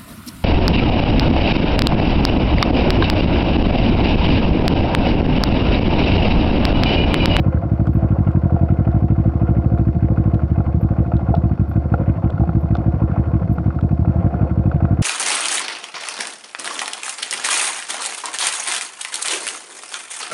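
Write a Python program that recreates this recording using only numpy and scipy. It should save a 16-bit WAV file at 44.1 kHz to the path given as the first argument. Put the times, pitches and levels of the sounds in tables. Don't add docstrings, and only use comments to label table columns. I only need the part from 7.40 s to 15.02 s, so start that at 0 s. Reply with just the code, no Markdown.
import sys
import numpy as np
from scipy import signal
from scipy.fft import rfft, irfft
from scipy.io import wavfile

SR = 44100
rng = np.random.default_rng(int(sys.argv[2]) if len(sys.argv) > 2 else 0)


def digitize_waveform(pressure):
    field = np.atleast_2d(pressure).T
    bounded = np.clip(field, -1, 1)
    quanta = np.round(bounded * 32767).astype(np.int16)
    wavfile.write(sys.argv[1], SR, quanta)


N = 336042

# frequency in Hz, relative density in dB per Hz.
KNOCK_SPECTRUM = [(300, -12), (700, 9), (1400, -13), (2400, -12.5), (3200, -30.5), (4500, -30), (6500, -45),
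                  (12000, -82.5)]
# frequency in Hz, relative level under a stone in dB,
# relative level under a combustion knock in dB, time to fall 60 dB in seconds.
FRAME_MODES = [(498.5, -6.5, -1, 0.027), (708, -2.5, 0.5, .04), (800, -4, -11, 0.03),
               (1150, -8, -4.5, 0.032), (1305, -1, -12.5, 0.02), (1411, 1.5, -7, 0.019),
               (1556, -23.5, -9, 0.038), (1940, -17.5, -17.5, 0.0081), (2516, -25.5, -11, 0.026),
               (2740, -25, -17.5, 0.013), (3460, -33, -37, 0.027)]


def from_db(db):
    return 10 ** (np.asarray(db) / 20)


def rms_one(x):
    return x / np.sqrt(np.mean(x ** 2) + 1e-20)


def clicks(times_s, sizes):
    train = np.zeros(N + SR // 5)
    places = np.round(np.asarray(times_s) * SR).astype(int) + SR // 10
    np.add.at(train, np.clip(places, 0, len(train) - 1), sizes)
    return train


def cut(x):
    return x[SR // 10:SR // 10 + N]


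def ring(train, hz, t60):
    r = from_db(-60 / (t60 * SR))
    w = 2 * np.pi * hz / SR
    return signal.lfilter([0, np.sin(w)], [1, -2 * r * np.cos(w), r * r], train + 1e-18)


def colour(x, spectrum, peaks=()):
    hz = np.maximum(np.arange(4097) * SR / 8192, 1)
    points = np.array(spectrum)
    db = np.interp(np.log(hz), np.log(points[:, 0]), points[:, 1])
    for centre_hz, width_hz, lift_db in peaks:
        db = db + lift_db / (1 + (2 * (hz - centre_hz) / width_hz) ** 2)
    cepstrum = irfft(np.log(from_db(db)))
    cepstrum[1:4096] *= 2
    cepstrum[4097:] = 0
    response = irfft(np.exp(rfft(cepstrum)))
    unit_response = response / np.sqrt(np.sum(response ** 2))
    return signal.fftconvolve(x, unit_response)[:len(x)]


def drift(rate):
    r = np.exp(-2 * np.pi * rate / SR)
    smooth = signal.lfilter([1], [1, -2 * r, r * r], rng.standard_normal(N + SR))
    return rms_one(smooth[SR:])


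def dying(train, t60):
    envelope = signal.lfilter([1], [1, -from_db(-60 / (t60 * SR))], train)
    return envelope * rng.standard_normal(len(train))


def bumps(times_s, rise_s):
    r = np.exp(-1 / (rise_s * SR))
    return cut(signal.lfilter([np.e * (1 - r)], [1, -2 * r, r * r], clicks(times_s, 1) + 1e-18))


def swells(times_s, half_s):
    distance_s = np.arange(N) / SR - np.asarray(times_s)[:, None]
    return np.exp(-(distance_s / half_s) ** 2)


def strike(times_s, db, scatter_db):
    contact_t60_s = 0.008
    luck = rng.standard_normal(db.shape)
    signs = np.where(luck * 7 % 1 < .5, 1, -1)
    sizes = from_db(db + scatter_db * luck) * signs
    swell = 2 * (1 - from_db(-60 / (contact_t60_s * SR)))
    total = 0
    for (hz, _, _, t60), size in zip(FRAME_MODES, sizes.T):
        total = total + swell * ring(ring(clicks(times_s, size), hz, t60), hz, contact_t60_s)
    return cut(total)


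def firings():
    # time in seconds, length in ms of a cycle in which both cylinders burn.
    cycle_curve = [(-0.019, 80.38), (0.143, 85.35), (0.234, 79.66), (0.549, 76.43), (1.21, 90.89),
                   (1.466, 76.17), (1.621, 79.24), (2.09, 75.29), (2.317, 75.41), (3.016, 78.9),
                   (3.26, 82.14), (3.66, 73.18), (4.036, 74.2), (4.11, 81.89), (4.276, 78.05),
                   (4.596, 79.39), (4.996, 74.13), (5.304, 77.25), (5.934, 76.87), (6.176, 81.24),
                   (6.509, 82.73), (6.592, 78.94), (6.674, 82.97), (7.174, 80.21), (7.424, 84.6),
                   (7.508, 81.0)]
    # time in seconds, burn of the first cylinder, burn of the second
    misfire_rows = [(0.14, 0.91, 0.0, 1.1), (0.23, 0.48, 0.68, 0.64), (0.31, 0.91, 0.88, 1.2),
                    (1.94, 0.2, 0.84, 0.8), (2.24, 0.4, 1.0, 1.0), (2.55, 0.17, 0.76, 1.1),
                    (3.02, 0.12, 0.9, 0.9), (3.09, 0.07, 0.9, 1.1), (3.26, 0.02, 0.72, 1.4),
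                    (3.34, 0.93, 0.12, 1.2), (3.5, 0.95, 0.7, 0.9), (3.66, 0.4, 0.52, 0.7),
                    (3.81, 0.28, 0.56, 0.9), (3.96, 0.0, 0.8, 0.9), (4.11, 0.84, 0.7, 1.2),
                    (4.28, 0, 0.44, 0.9), (4.43, 0.03, 0.6, 0.6), (4.6, 0.7, 0.7, 1.0),
                    (4.76, 0.09, 0.046, 0.68), (4.92, 0.2, 0, 0.9), (5.07, 0.24, 0.6, 0.89),
                    (5.22, 0, 0.64, 0.7), (5.38, 0.68, 0.7, 1), (5.54, 0.8, 0.29, 1.5),
                    (5.69, 0.56, 0.12, 1.0), (5.85, 0.07, 0.6, 0.9), (6.01, 0.12, 0.08, 0.99),
                    (6.18, 0.12, 0.56, 0.8), (6.34, 0.2, 0.68, 0.5), (6.51, 0.7, 1.08, 1.2),
                    (6.59, 0.88, 0.17, 1.7), (6.76, 0.8, 0.11, 1.5), (6.93, 0.2, 0.64, 1.1),
                    (7.09, 0.2, 0.72, 0.54), (7.34, 0.0, 0.68, 1.4)]
    first_exhaust_s, second_lag = -0.0197, 0.242
    miss_slows_ms = (2.75, 3.24)
    weak_late_ms = 1.55
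    full_burn, burn_scatter = (0.87, 1.103), 0.049
    crank_s, rows, misfires = first_exhaust_s, [], np.array(misfire_rows)
    while crank_s < N / SR:
        nearest = misfires[np.argmin(abs(misfires[:, 0] - crank_s))]
        missed = abs(nearest[0] - crank_s) < .03
        lack = np.clip(1 - nearest[1:3], 0, 1) * missed
        cycle_ms = np.interp(crank_s, *np.transpose(cycle_curve))
        late_ms = np.array([0, second_lag * cycle_ms]) + weak_late_ms * lack
        usual = full_burn + burn_scatter * rng.standard_normal(2)
        burn = nearest[1:3] if missed else usual
        rows.append([crank_s + late_ms / 1000, burn, lack * nearest[3]])
        crank_s += (cycle_ms + lack @ miss_slows_ms) / 1000
    return np.transpose(rows, (1, 2, 0)).reshape(3, -1)


def knock_times(s):
    early_s = (0.018, 0.015)
    return s - np.repeat(early_s, len(s) // 2)


def rumble():
    # frequency in Hz, relative density in dB per Hz.
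    spectrum = [(25, -42), (45, -20), (70, 12), (120, 10.5), (200, 5), (320, 9), (400, -7), (600, -48),
                (2000, -110)]
    level = from_db(-32.5 + 0.77 * drift(4.3))
    return level * colour(rng.standard_normal(N), spectrum)


def exhaust(s, burn, puff):
    # frequency in Hz, time to fall 60 dB in seconds,
    # signed height per unit of burn, signed height per unit of unburnt puff.
    silencer = [(72.75, 0.2, -0.43, -0.038), (98.3, .162, 0.0092, 0.24), (133.3, 0.055, 0.62, 0.086),
                (181.5, 0.069, 0.26, -0.08), (330.6, 0.12, -0.2, -0.02)]
    miss_late_s, pulse_soft_hz, mic_low_hz = 0.003, 271, 41
    burnt = clicks(s, burn)
    missed = clicks(s + miss_late_s, puff)
    modes = sum(ring(full * burnt + miss * missed, hz, t60) for hz, t60, full, miss in silencer)
    soft = signal.lfilter(*signal.butter(2, pulse_soft_hz, fs=SR), modes)
    return cut(signal.lfilter(*signal.butter(2, mic_low_hz, "high", fs=SR), soft))


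def engine_case(s, burn):
    # frequency in Hz, relative density in dB per Hz.
    case = [(220, -16.5), (400, -7), (600, -2.5), (900, -12.5), (1300, -19.5), (1750, -26), (2300, -30.5),
            (3000, -36.5), (4000, -58.5), (6500, -78), (15000, -110)]
    # centre in Hz, width in Hz, lift in dB (negative dips).
    shell = [(512, 94, 7), (604, 28, -9.5), (697.6, 73, 7), (1070, 79, 7), (1397, 160, 9), (2090, 170, 7),
             (2474, 41, 4.5)]
    clatter_db, clatter_swing_db = -36.5, -1.75
    clatter_lift, clatter_rise_s = 0.5, 0.008
    knock_db, knock_rise_s, knock_t60_s = -47, 0.0023, 0.018
    knock_ring_db = -41
    knock_s = knock_times(s)

    drifting = from_db(clatter_db + clatter_swing_db * drift(2.3))
    level = drifting * (1 + clatter_lift * bumps(knock_s, clatter_rise_s))
    taps = 0
    for edges_hz in ([150, 646], [600, 900], [900, 1250], [1250, 1800], [1800, 12000]):
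        band_filter = signal.butter(2, edges_hz, "band", fs=SR, output="sos")
        band = signal.sosfilt(band_filter, rng.standard_normal(N))
        taps = taps + band * from_db(3.5 * drift(35) + 1.0 * drift(150))
    clatter = level * rms_one(colour(taps, case, shell))

    strength = (.6 + burn) * from_db(1.5 * rng.standard_normal(len(s)))
    swelling = signal.lfilter([1], [1, -np.exp(-1 / (knock_rise_s * SR))], clicks(knock_s, strength))
    knocks = colour(dying(cut(swelling), knock_t60_s), KNOCK_SPECTRUM, shell)
    blow_db = knock_ring_db + 20 * np.log10(strength)[:, None] + np.array(FRAME_MODES)[:, 2]
    rings = strike(knock_s, blow_db, scatter_db=2.5)
    return clatter + from_db(knock_db) * rms_one(knocks) + rings


def wavering(hz, level):
    pitch = hz + 16.0 * drift(30)
    return level * from_db(2.9 * drift(44)) * np.sin(2 * np.pi * np.cumsum(pitch) / SR)


def drone():
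    # time in seconds, rise in dB.
    low_swells = [(0.98, 2), (1.23, 15), (1.561, 11.5), (2.35, 12.5), (3.25, 4), (3.7, 11), (3.95, 12.5),
                  (5.02, 7), (5.35, 6), (7.41, 2), (7.49, 9.5)]
    # time in seconds, level in dB before the wobble.
    groans = [(0.964, -39), (1.05, -41), (1.156, -36), (1.248, -39.5)]
    low_hz, wander_hz, low_db, groan_hz = 688, 14, -44.5, 965
    s, db = np.transpose(low_swells)
    low_level = from_db(low_db + db @ swells(s, half_s=0.06))
    low = wavering(low_hz + wander_hz * drift(5.0), low_level)
    s, db = np.transpose(groans)
    return low + wavering(groan_hz, from_db(db) @ swells(s, half_s=0.017))


def whirr(s):
    # frequency in Hz, relative density in dB per Hz.
    hiss = [(1800, -34), (3000, -6), (3650, -4), (3900, -8), (4450, -3), (4800, -8), (5500, -8),
            (6300, -16), (8000, -18), (9000, -21), (15500, -23)]
    # centre in Hz, width in Hz, lift in dB.
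    hiss_peaks = [(3630, 100, 4), (4400, 80, 4)]
    hiss_db, tick_lift, tick_rise_s = -70, 0.56, 0.003
    valve_later_s = 0.035
    knock_s = knock_times(s)
    ticks = bumps(np.r_[knock_s, knock_s + valve_later_s], tick_rise_s)
    noise = colour(rng.standard_normal(N), hiss, hiss_peaks)
    return from_db(hiss_db) * (1 + tick_lift * ticks) * noise


def flutter(s, puff):
    hz, width_hz, burst_t60_s, rms_db = 165.4, 36, 0.12, -32.5
    puffs = dying(cut(clicks(s, puff)), burst_t60_s)
    ring_t60_s = np.log(1000) / (np.pi * width_hz)
    return from_db(rms_db) * rms_one(ring(ring(puffs, hz, ring_t60_s), hz, ring_t60_s))


def stones():
    # time in seconds, nominal level in dB, extra level of the modes below 1000 Hz in dB.
    listed = [(0.403, -32, -2), (0.4698, -27, -9), (0.9066, -33, 0.5), (1.0964, -32, -1), (1.1623, -30, 10),
              (1.288, -27.5, 3.5), (1.4745, -30.5, 4), (1.6821, -37, 12), (2.3755, -31.5, 0),
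              (2.7736, -24, -8), (2.9931, -31, 0), (3.2031, -28.5, 7), (3.4865, -43, 9),
              (3.7184, -26, 10.5), (3.7934, -39.5, 15.5), (3.8924, -34.5, 12), (3.9404, -26, 18),
              (4.1144, -37.5, 9), (4.3131, -28, 2), (4.5391, -16.5, 5), (4.845, -33, -4), (4.8967, -31, 5),
              (4.9781, -27, -1), (5.0045, -37, 19.5), (5.035, -32.5, 14), (5.0903, -25, 5.5),
              (5.1814, -42, 15), (5.2554, -36, 9), (5.3512, -20.5, 3.5), (5.6024, -34.5, 0),
              (5.7149, -28, -1), (5.7624, -36, 17), (6.1818, -24, 4.5), (6.2447, -42, 2), (6.3041, -27, -6),
              (6.3874, -24.5, -2), (6.6484, -31, 13), (6.6797, -39, 10.5), (6.9054, -39, 16),
              (6.9406, -26.5, 5), (7.3148, -21.5, 0.5), (7.4026, -32, 11.5), (7.4515, -21.5, -2),
              (7.5732, -44, 13)]
    pebble_count, pebble_db, pebble_spread_db = 18, -36, 2.5
    thud_db, thud_t60_s = -11.5, 0.066
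    luck = rng.random((pebble_count, 3))
    ranges = [N / SR, 2 * pebble_spread_db, 14.0]
    lowest = [0, pebble_db - pebble_spread_db, -5.0]
    s, level_db, low_db = np.r_[listed, luck * ranges + lowest].T
    hz, stone_db = np.array(FRAME_MODES)[:, 0], np.array(FRAME_MODES)[:, 1]
    thud_clicks = cut(clicks(s, from_db(level_db + thud_db)))
    thuds = colour(dying(thud_clicks, thud_t60_s), KNOCK_SPECTRUM)
    blow_db = level_db[:, None] + stone_db + low_db[:, None] * (hz < 1000)
    return thuds + strike(s, blow_db, scatter_db=1.5)


def grit():
    # time in seconds, nominal level in dB, top end relative to it in dB.
    cracks = [(0.4697, -36.5, -19), (0.9166, -42, -20), (1.517, -43, -30), (2.385, -45.5, -12),
              (2.9432, -34.5, -16), (3.433, -53, -24), (3.7676, -37.5, -24.5), (3.8028, -50, -31),
              (3.9507, -29, -23), (3.968, -38.5, -25), (4.32, -50, -26), (4.9033, -35.5, -20),
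              (5.3523, -31.5, -22), (5.3687, -36, -19), (6.184, -53, -18), (6.4108, -39.5, -22),
              (7.3148, -53, -31)]
    # frequency in Hz, relative density in dB per Hz.
    body_spectrum = [(800, -12), (2000, 0.5), (3500, 11.5), (4400, 2), (5500, -2), (6500, -14),
                     (9000, -51.5)]
    # frequency in Hz, relative density in dB per Hz.
    top_spectrum = [(4500, -42), (6000, -5.5), (7800, 2.5), (9000, -10.5), (11000, -7), (15000, -23)]
    sand_count, sand_lowest_db, sand_top_db = 14, -57.5, -16.5
    sand = rng.random((sand_count, 3)) * [N / SR, 8.0, 0] + [0, sand_lowest_db, sand_top_db]
    s, level_db, top_db = np.r_[cracks, sand].T
    body = dying(cut(clicks(s, from_db(level_db - 6.5))), t60=0.015)
    top = dying(cut(clicks(s, from_db(level_db + top_db + 1.0))), t60=0.0037)
    return colour(body, body_spectrum) + colour(top, top_spectrum)


def insect():
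    # start in seconds, peak level in dB.
    chirps = [(0.5347, -56), (3.4106, -55), (4.2877, -53), (5.2061, -61), (6.123, -53)]
    chirp_hz, chirp_ms, echo_db, echo_t60_s = 12380, 12.5, -33.5, 0.15
    out, t = np.zeros(N), np.arange(N) / SR
    for s, peak_db in chirps:
        phase = np.clip((t - s) * 1000 / chirp_ms, 0, 1)
        out += from_db(peak_db) * np.sin(np.pi * phase) ** .8 * np.sin(2 * np.pi * chirp_hz * t)
    echo_t = np.arange(SR // 10) / SR
    scatter = rng.standard_normal(SR // 10) * from_db(-60 * echo_t / echo_t60_s)
    return out + from_db(echo_db) * signal.fftconvolve(out, scatter)[:N]


def scene():
    s, burn, puff = firings()
    engine = exhaust(s, burn, puff) + engine_case(s, burn) + drone() + whirr(s) + flutter(s, puff)
    road = rumble() + stones() + grit()
    return (engine + road + insect())[None]


def record(dry):
    return signal.sosfilt(signal.cheby2(20, 70, 16000, fs=SR, output="sos"), dry)


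dry = scene()
out = record(dry)
digitize_waveform(out)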